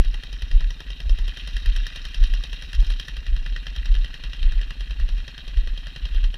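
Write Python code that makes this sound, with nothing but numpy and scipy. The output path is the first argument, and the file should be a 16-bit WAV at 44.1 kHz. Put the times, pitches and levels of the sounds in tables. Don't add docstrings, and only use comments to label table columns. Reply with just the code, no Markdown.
import sys
import numpy as np
from scipy import signal
from scipy.fft import rfft, irfft
from scipy.io import wavfile
from scipy.ndimage import uniform_filter1d

SR = 44100
rng = np.random.default_rng(int(sys.argv[2]) if len(sys.argv) > 2 else 0)


def gain_from_db(level_db):
    decades = np.asarray(level_db, float) / 20
    return 10 ** decades


def wav_record(signal):
    frames = np.transpose(np.atleast_2d(signal))
    bounded = np.clip(frames, -1, 1)
    quanta = np.round(bounded * 32767).astype(np.int16)
    wavfile.write(sys.argv[1], SR, quanta)


N = 280917

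# frequency in Hz, density in dB per Hz.
STREET_COLOUR = [(60, 4), (130, -20), (200, -11), (400, -6), (800, -12.5), (1500, -20), (6000, -23.5),
                 (10000, -29), (14200, -29)]
# heel crest in seconds, heel level in dB, heel pitch in Hz,
# push-off crest in seconds, push-off level in dB.
STEPS = [(-0.0108, -4.5, 32.4, 0.099, -13), (0.555, -5.5, 30.3, 0.665, -14), (1.109, -6.5, 31, 1.23, -14),
         (1.684, -7, 36.7, 1.791, -13), (2.224, -6, 34.4, 2.336, -11.5), (2.795, -6.5, 37.2, 2.905, -14.5),
         (3.334, -8, 39, 3.511, -17.5), (3.91, -7.5, 31.6, 3.989, -12.5), (4.46, -7, 34, 4.576, -15),
         (5.035, -9, 34.3, 5.146, -14.5), (5.582, -7.5, 39.2, 5.736, -21),
         (6.161, -8.5, 36.5, 6.248, -13.5)]
# crest in seconds, level in dB, pitch in Hz.
SWING_IN = [(0.437, -16, 48), (1.071, -23, 52), (1.558, -15, 39), (2.16, -28, 33), (2.656, -24, 49),
            (3.19, -22, 45), (3.792, -16, 43), (4.389, -28, 38), (4.911, -17, 40), (5.468, -23, 32),
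            (6.041, -14.5, 42)]
# delay from the heel in seconds, level in dB, pitch in Hz, length in cycles.
AROUND_HEEL = [
    (-.037, -19.5, 39.5, 0.73),
    (.034, -20.5, 23.44, 2.02),
]
# delay from the push-off in seconds (negative, so well before it),
# level in dB, pitch in Hz, length in cycles.
STRAY_JOLT = (-1.45, -27, 41.5, 1.2)
# start in seconds,
# crack peak in dB, low casing modes in dB re crack.
PACE = [(0.047, -41, 2), (0.327, -32.5, -9), (0.6045, -40, 2), (1.001, -32.5, -6), (1.37, -35.5, 2),
        (1.4731, -32, -5), (1.6574, -29, -3.5), (1.8651, -28.5, -1), (2.2361, -29.5, -6),
        (2.436, -30.5, -12), (2.621, -35, -4), (2.7288, -31, -8), (2.823, -61, -10), (2.9014, -29, -5),
        (2.9964, -25, -6.5), (3.1659, -31.5, -6), (3.4606, -34, 6), (3.5615, -34, 6), (3.666, -29.5, -3.5),
        (4.0444, -34, 0), (4.4272, -29.5, -13), (4.7049, -32.5, 0), (4.9065, -34, -9.5), (5.178, -41, -13),
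        (5.4771, -31, -15), (5.5694, -35.5, -4.5), (5.7746, -33.5, -15), (6.1456, -39.5, -8),
        (6.2389, -32, -5), (6.34, -31, -6)]
# share of the cycle, silencer level in dB, air box level in dB, puff in dB.
BREATHS = [
    (.12, -85, -49, -65.5),
    (.49, -44, -51, -48),
    (.61, -49, -45, -48.5),
]
# share of the cycle, level in dB re crack.
VALVES = [
    (.16, -16.5),
    (.375, -8.5),
    (.635, -11.5),
    (.70, -15.5),
    (.905, -8),
]
# share of the cycle, level in dB.
CLATTER_CYCLE = [(0, 5), (.12, 1.5), (.35, 1), (.53, -4), (.7, 0), (.85, -2.5), (.97, -2), (1, -2)]
# time in seconds, clatter level in dB.
FACING = [(0.0, -46.5), (0.51, -46.5), (0.78, -48), (0.99, -48), (1.45, -42.5), (1.93, -42), (2.77, -44),
          (3.07, -43), (3.23, -46), (3.39, -47), (3.92, -44), (4.68, -46.5), (5.8, -47), (6.19, -45.5),
          (6.37, -50)]
# start in seconds, level in dB.
SNAPS = [
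    (2.748, -35.5),
    (2.801, -39),
    (2.845, -41),
    (2.865, -39.5),
    (2.92, -38),
]
# Low, high and top modes of a snap, each in dB re snap.
SNAP_GROUPS_DB = (-7, -5, -17)
# frequency in Hz, width in Hz, level in dB.
MAIN_MODES = [(1207, 88, -11), (2560, 114, -3.5), (2790, 120, 2.5), (3172, 310, 3), (3640, 143, -4),
              (3770, 103, 0), (4010, 244, -4.5), (4260, 18, 1)]
LOW_MODES = [(1674, 67, -12.5), (1745, 350, -6), (1919, 215, 0)]
HIGH_MODES = [(4896, 123, 0.5), (5170, 346, -0.5), (5524, 90, -1.5), (5644, 230, -2.5), (6080, 2500, -12.5)]
TOP_MODES = [(7190, 96, -0.5), (7660, 100, 5), (8460, 200, -2), (9270, 520, -3), (9570, 220, 0.5),
             (10740, 1030, -5.5), (13500, 800, -8), (14200, 500, -18)]
# frequency in Hz, share.
SHADE_SHARE = [(3400, -0.062), (3770, 1), (4000, -0.82), (6900, 0.36), (7600, -1.3), (8800, -0.3)]
# frequency in Hz, width in Hz.
HOUSING_NOTCHES = [(2160, 540), (3420, 158), (4720, 410), (7450, 420), (8600, 450)]


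def unit(x):
    return x / np.sqrt(np.mean(x ** 2) + 1e-20)


def band(x, lo_hz, hi_hz, order=2):
    return signal.sosfilt(signal.butter(order, [lo_hz, hi_hz], "band", fs=SR, output="sos"), x)


def resonance(x, hz, width_hz):
    r = np.exp(-np.pi * width_hz / SR)
    gain = (1 - r * r) / 2
    return signal.lfilter([gain, 0, -gain], [1, -2 * r * np.cos(2 * np.pi * hz / SR), r * r], x)


def strike(times, gains, shape):
    times, train = np.asarray(times), np.zeros(N)
    at = np.clip((times * SR).astype(int), 0, N - 1)
    np.add.at(train, at, gains * (times < N / SR))
    return signal.fftconvolve(train, shape)[:N]


def swell(rise_s, fall_s):
    t = np.arange(2600) / SR
    shape = (1 - np.exp(-t / rise_s)) ** 2 * np.exp(-t / fall_s)
    return shape / shape.max()


def drift(rate_hz):
    knots = rng.standard_normal(600)
    return np.interp(np.arange(N) / SR * rate_hz, np.arange(600), knots) * 0.52


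def uneven(level_db, spread_db, count):
    return gain_from_db(level_db + spread_db * rng.standard_normal(count))


def street():
    hz = np.arange(N // 2 + 1) * SR / N + 1
    knot_hz, knot_db = np.transpose(STREET_COLOUR)
    colour_db = np.interp(np.log(hz), np.log(knot_hz), knot_db, left=-40)
    return gain_from_db(-62) * unit(irfft(rfft(rng.standard_normal(N)) * gain_from_db(colour_db), N))


def jolts():
    rows = [(*swing, 0.62) for swing in SWING_IN]
    for heel_s, heel_db, heel_hz, push_s, push_db in STEPS:
        rows.append((heel_s, heel_db, heel_hz, 0.68))
        rows.append((push_s, push_db, 34, 1.4))
        rows.append((push_s + STRAY_JOLT[0], *STRAY_JOLT[1:]))
        rows += [(heel_s + delay_s, *rest) for delay_s, *rest in AROUND_HEEL]
    return rows


def steps():
    t, swings, shake = np.arange(N) / SR, np.zeros(N), np.zeros(N)
    for s, jolt_db, hz, turns in jolts():
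        near = slice(max(0, int((s - .3) * SR)), int((s + .3) * SR))
        since = t[near] - s
        skew = np.where(since < 0, .7, 1)
        bell = gain_from_db(jolt_db) * np.exp(-.5 * (since * hz / max(turns, .2) / skew) ** 2)
        swings[near] += bell * np.cos(2 * np.pi * hz * since)
        shake[near] += bell
    run_in = rng.standard_normal((2, N + SR))
    rumble = unit(band(run_in[0], 20.9, 49.1, order=3)[SR:])
    knock = unit(band(run_in[1], 53.2, 80.5, order=3)[SR:])
    rumble_gain = gain_from_db(-35.5) + gain_from_db(-17.5) * uniform_filter1d(shake, 2000)
    knock_gain = gain_from_db(-56) + gain_from_db(-28) * shake ** 1.4
    return swings + rumble * rumble_gain + knock * knock_gain


def firing_times():
    cycle_s = .095
    s = np.array(PACE)[:, 0]
    number = np.r_[0, np.cumsum(np.round(np.diff(s) / cycle_s))].astype(int)
    return np.interp(np.arange(number[-1] + 1), number, s), number


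def cycles():
    fire = firing_times()[0]
    start = np.r_[fire[0] - .094, fire]
    return start, np.diff(np.r_[start, fire[-1] + .096])


def exhaust():
    (start, length), t = cycles(), np.arange(1500) / SR
    fire, count = start[1:], len(start)
    held = np.clip(t / 0.0019, 0, 1) * np.clip((.0215 - t) / 0.0066, 0, 1)
    out = strike(fire, uneven(-41.5, 2.0, count - 1), held * np.sin(2 * np.pi * 136 * t))
    bark = np.sin(2 * np.pi * 530 * t) + 1.23 * np.sin(2 * np.pi * 400 * t)
    out += strike(fire, uneven(-39.5, 2.0, count - 1), 0.42 * np.exp(-t / 0.0037) * bark)
    air = unit(band(rng.standard_normal(N), 226, 1460))
    out += air * strike(fire, uneven(-51.5, 2.0, count - 1), swell(0.0011, 0.014))
    silencer = swell(0.0027, 0.0053)[:1500] * np.sin(2 * np.pi * 150 * t)
    air_box = swell(0.00044, 0.0076)[:1500] * np.sin(2 * np.pi * 240 * t)
    for part, silencer_db, box_db, puff_db in BREATHS:
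        at = start + part * length
        out += strike(at, uneven(silencer_db, 0.98, count), silencer)
        out += strike(at, uneven(box_db, 1.2, count), air_box)
        out += air * strike(at, uneven(puff_db - 7, 2.0, count), swell(0.00021, 0.0041))
    return out


def facing(t):
    clatter_db = np.interp(t, *np.transpose(FACING))
    turned = np.clip((t - 3.06) / 0.1, 0, 1)
    return clatter_db, clatter_db - 14 - 3.5 * turned


def clatter():
    t, (start, length) = np.arange(N) / SR, cycles()
    share = np.interp(t, np.r_[start, start[-1] + length[-1]], np.arange(len(start) + 1)) % 1
    bursts_db = 2.3 * np.repeat(rng.exponential(1, N // 40 + 1), 40)[:N]
    grains = rng.standard_normal(N) * gain_from_db(2.0 * drift(60) + bursts_db)
    cycle_gain = gain_from_db(np.interp(share, *np.transpose(CLATTER_CYCLE)))
    out = unit(grains * cycle_gain) * gain_from_db(facing(t)[0] + 10.5)
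    white = rng.standard_normal(N)
    for part, tick_db in VALVES:
        level = uneven(facing(start)[0] + 22 + tick_db, 2.6, len(start))
        at = start + length * (part + 0.0049 * rng.standard_normal(len(start)))
        out += white * strike(at, level, swell(0.0004, 0.0027))
    return out


def firings():
    s, listed = firing_times()
    clatter_db, bright_db = facing(s)
    usual_db = clatter_db + 13.5
    crack_db = usual_db.copy()
    low_db = -5 + 2 * rng.standard_normal(len(s))
    crack_db[listed], low_db[listed] = np.transpose(PACE)[1:]
    upper_db = bright_db + 0.61 * (crack_db - usual_db) - crack_db
    top_db = upper_db + 8 + .4 * (bright_db + 58)
    return s, crack_db, low_db, upper_db + 19, top_db


def casing():
    t = np.arange(N) / SR
    snaps = [(*snap, *SNAP_GROUPS_DB) for snap in SNAPS]
    s, crack_db, low_db, high_db, top_db = np.c_[np.array(firings()), np.transpose(snaps)]
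    clatter_db, bright_db = facing(t)
    bright = bright_db - clatter_db
    white, groups = rng.standard_normal(N), []
    # modes, dB re crack, boost dB, spread dB, lead s, blow gain, hiss gain, answer gain, rattle gain
    settings = [
        (MAIN_MODES, 0, 9.95, 1.24, .0006, 0.015, 0.43, 0.13, 1),
        (LOW_MODES, low_db, 15.14, 1.36, .0014, 0.016, 0.46, 0.069, gain_from_db(-1.5)),
        (HIGH_MODES, high_db, 10.5, 3.2, .0006, 0.0096, 0.76, 0.27, gain_from_db(bright + 1.5)),
        (TOP_MODES, top_db, 6.45, 1.7, .0004, 0.0025, 1.3, 0.14, gain_from_db(0.85 * bright - 17.0))]
    for modes, group_db, boost_db, spread_db, lead_s, blow_gain, hiss_gain, answer, rattle_gain in settings:
        rattle, ringing = rattle_gain * clatter(), np.zeros(N)
        for hz, width_hz, mode_db in modes:
            level = uneven(crack_db + group_db + boost_db, spread_db, len(s))
            late_s = .0007 * np.abs(rng.standard_normal(len(s)))
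            tone = np.sin(2 * np.pi * hz * t[:2600])
            blow = swell(0.0011, 0.0015) * tone * blow_gain * np.sqrt(width_hz)
            crack = strike(s - lead_s + late_s, level, blow)
            burst = hiss_gain * swell(0.001, 0.0023) + 0.13 * swell(0.0012, 0.013)
            hiss = white * strike(s, level, burst)
            hiss += white * strike(s + 0.0122, level * answer, swell(0.00083, 0.0028))
            restless = gain_from_db(4.55 * drift(40) + 2.0 * drift(90))
            shade_db = np.interp(hz, *np.transpose(SHADE_SHARE)) * (bright - bright.mean())
            struck = crack + hiss + restless * rattle
            ringing += gain_from_db(mode_db + shade_db) * resonance(struck, hz, width_hz)
        groups.append(ringing)
    main, low, high, top = groups
    heard = band(main + low, 1217, 4050, order=3) + band(high, 4200, 6020) + band(top, 6200, 15000)
    for hz, width_hz in HOUSING_NOTCHES:
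        heard = heard - 0.77 * resonance(heard, hz, width_hz)
    return heard


def scene():
    return (street() + steps() + exhaust() + casing())[None]


def low_pass(x):
    return signal.sosfilt(signal.butter(12, 15700, fs=SR, output="sos"), x)


def record(dry):
    mix = signal.sosfilt(signal.butter(16, 15050, fs=SR, output="sos"), dry)
    return low_pass(mix)


dry = scene()
out = record(dry)
wav_record(out)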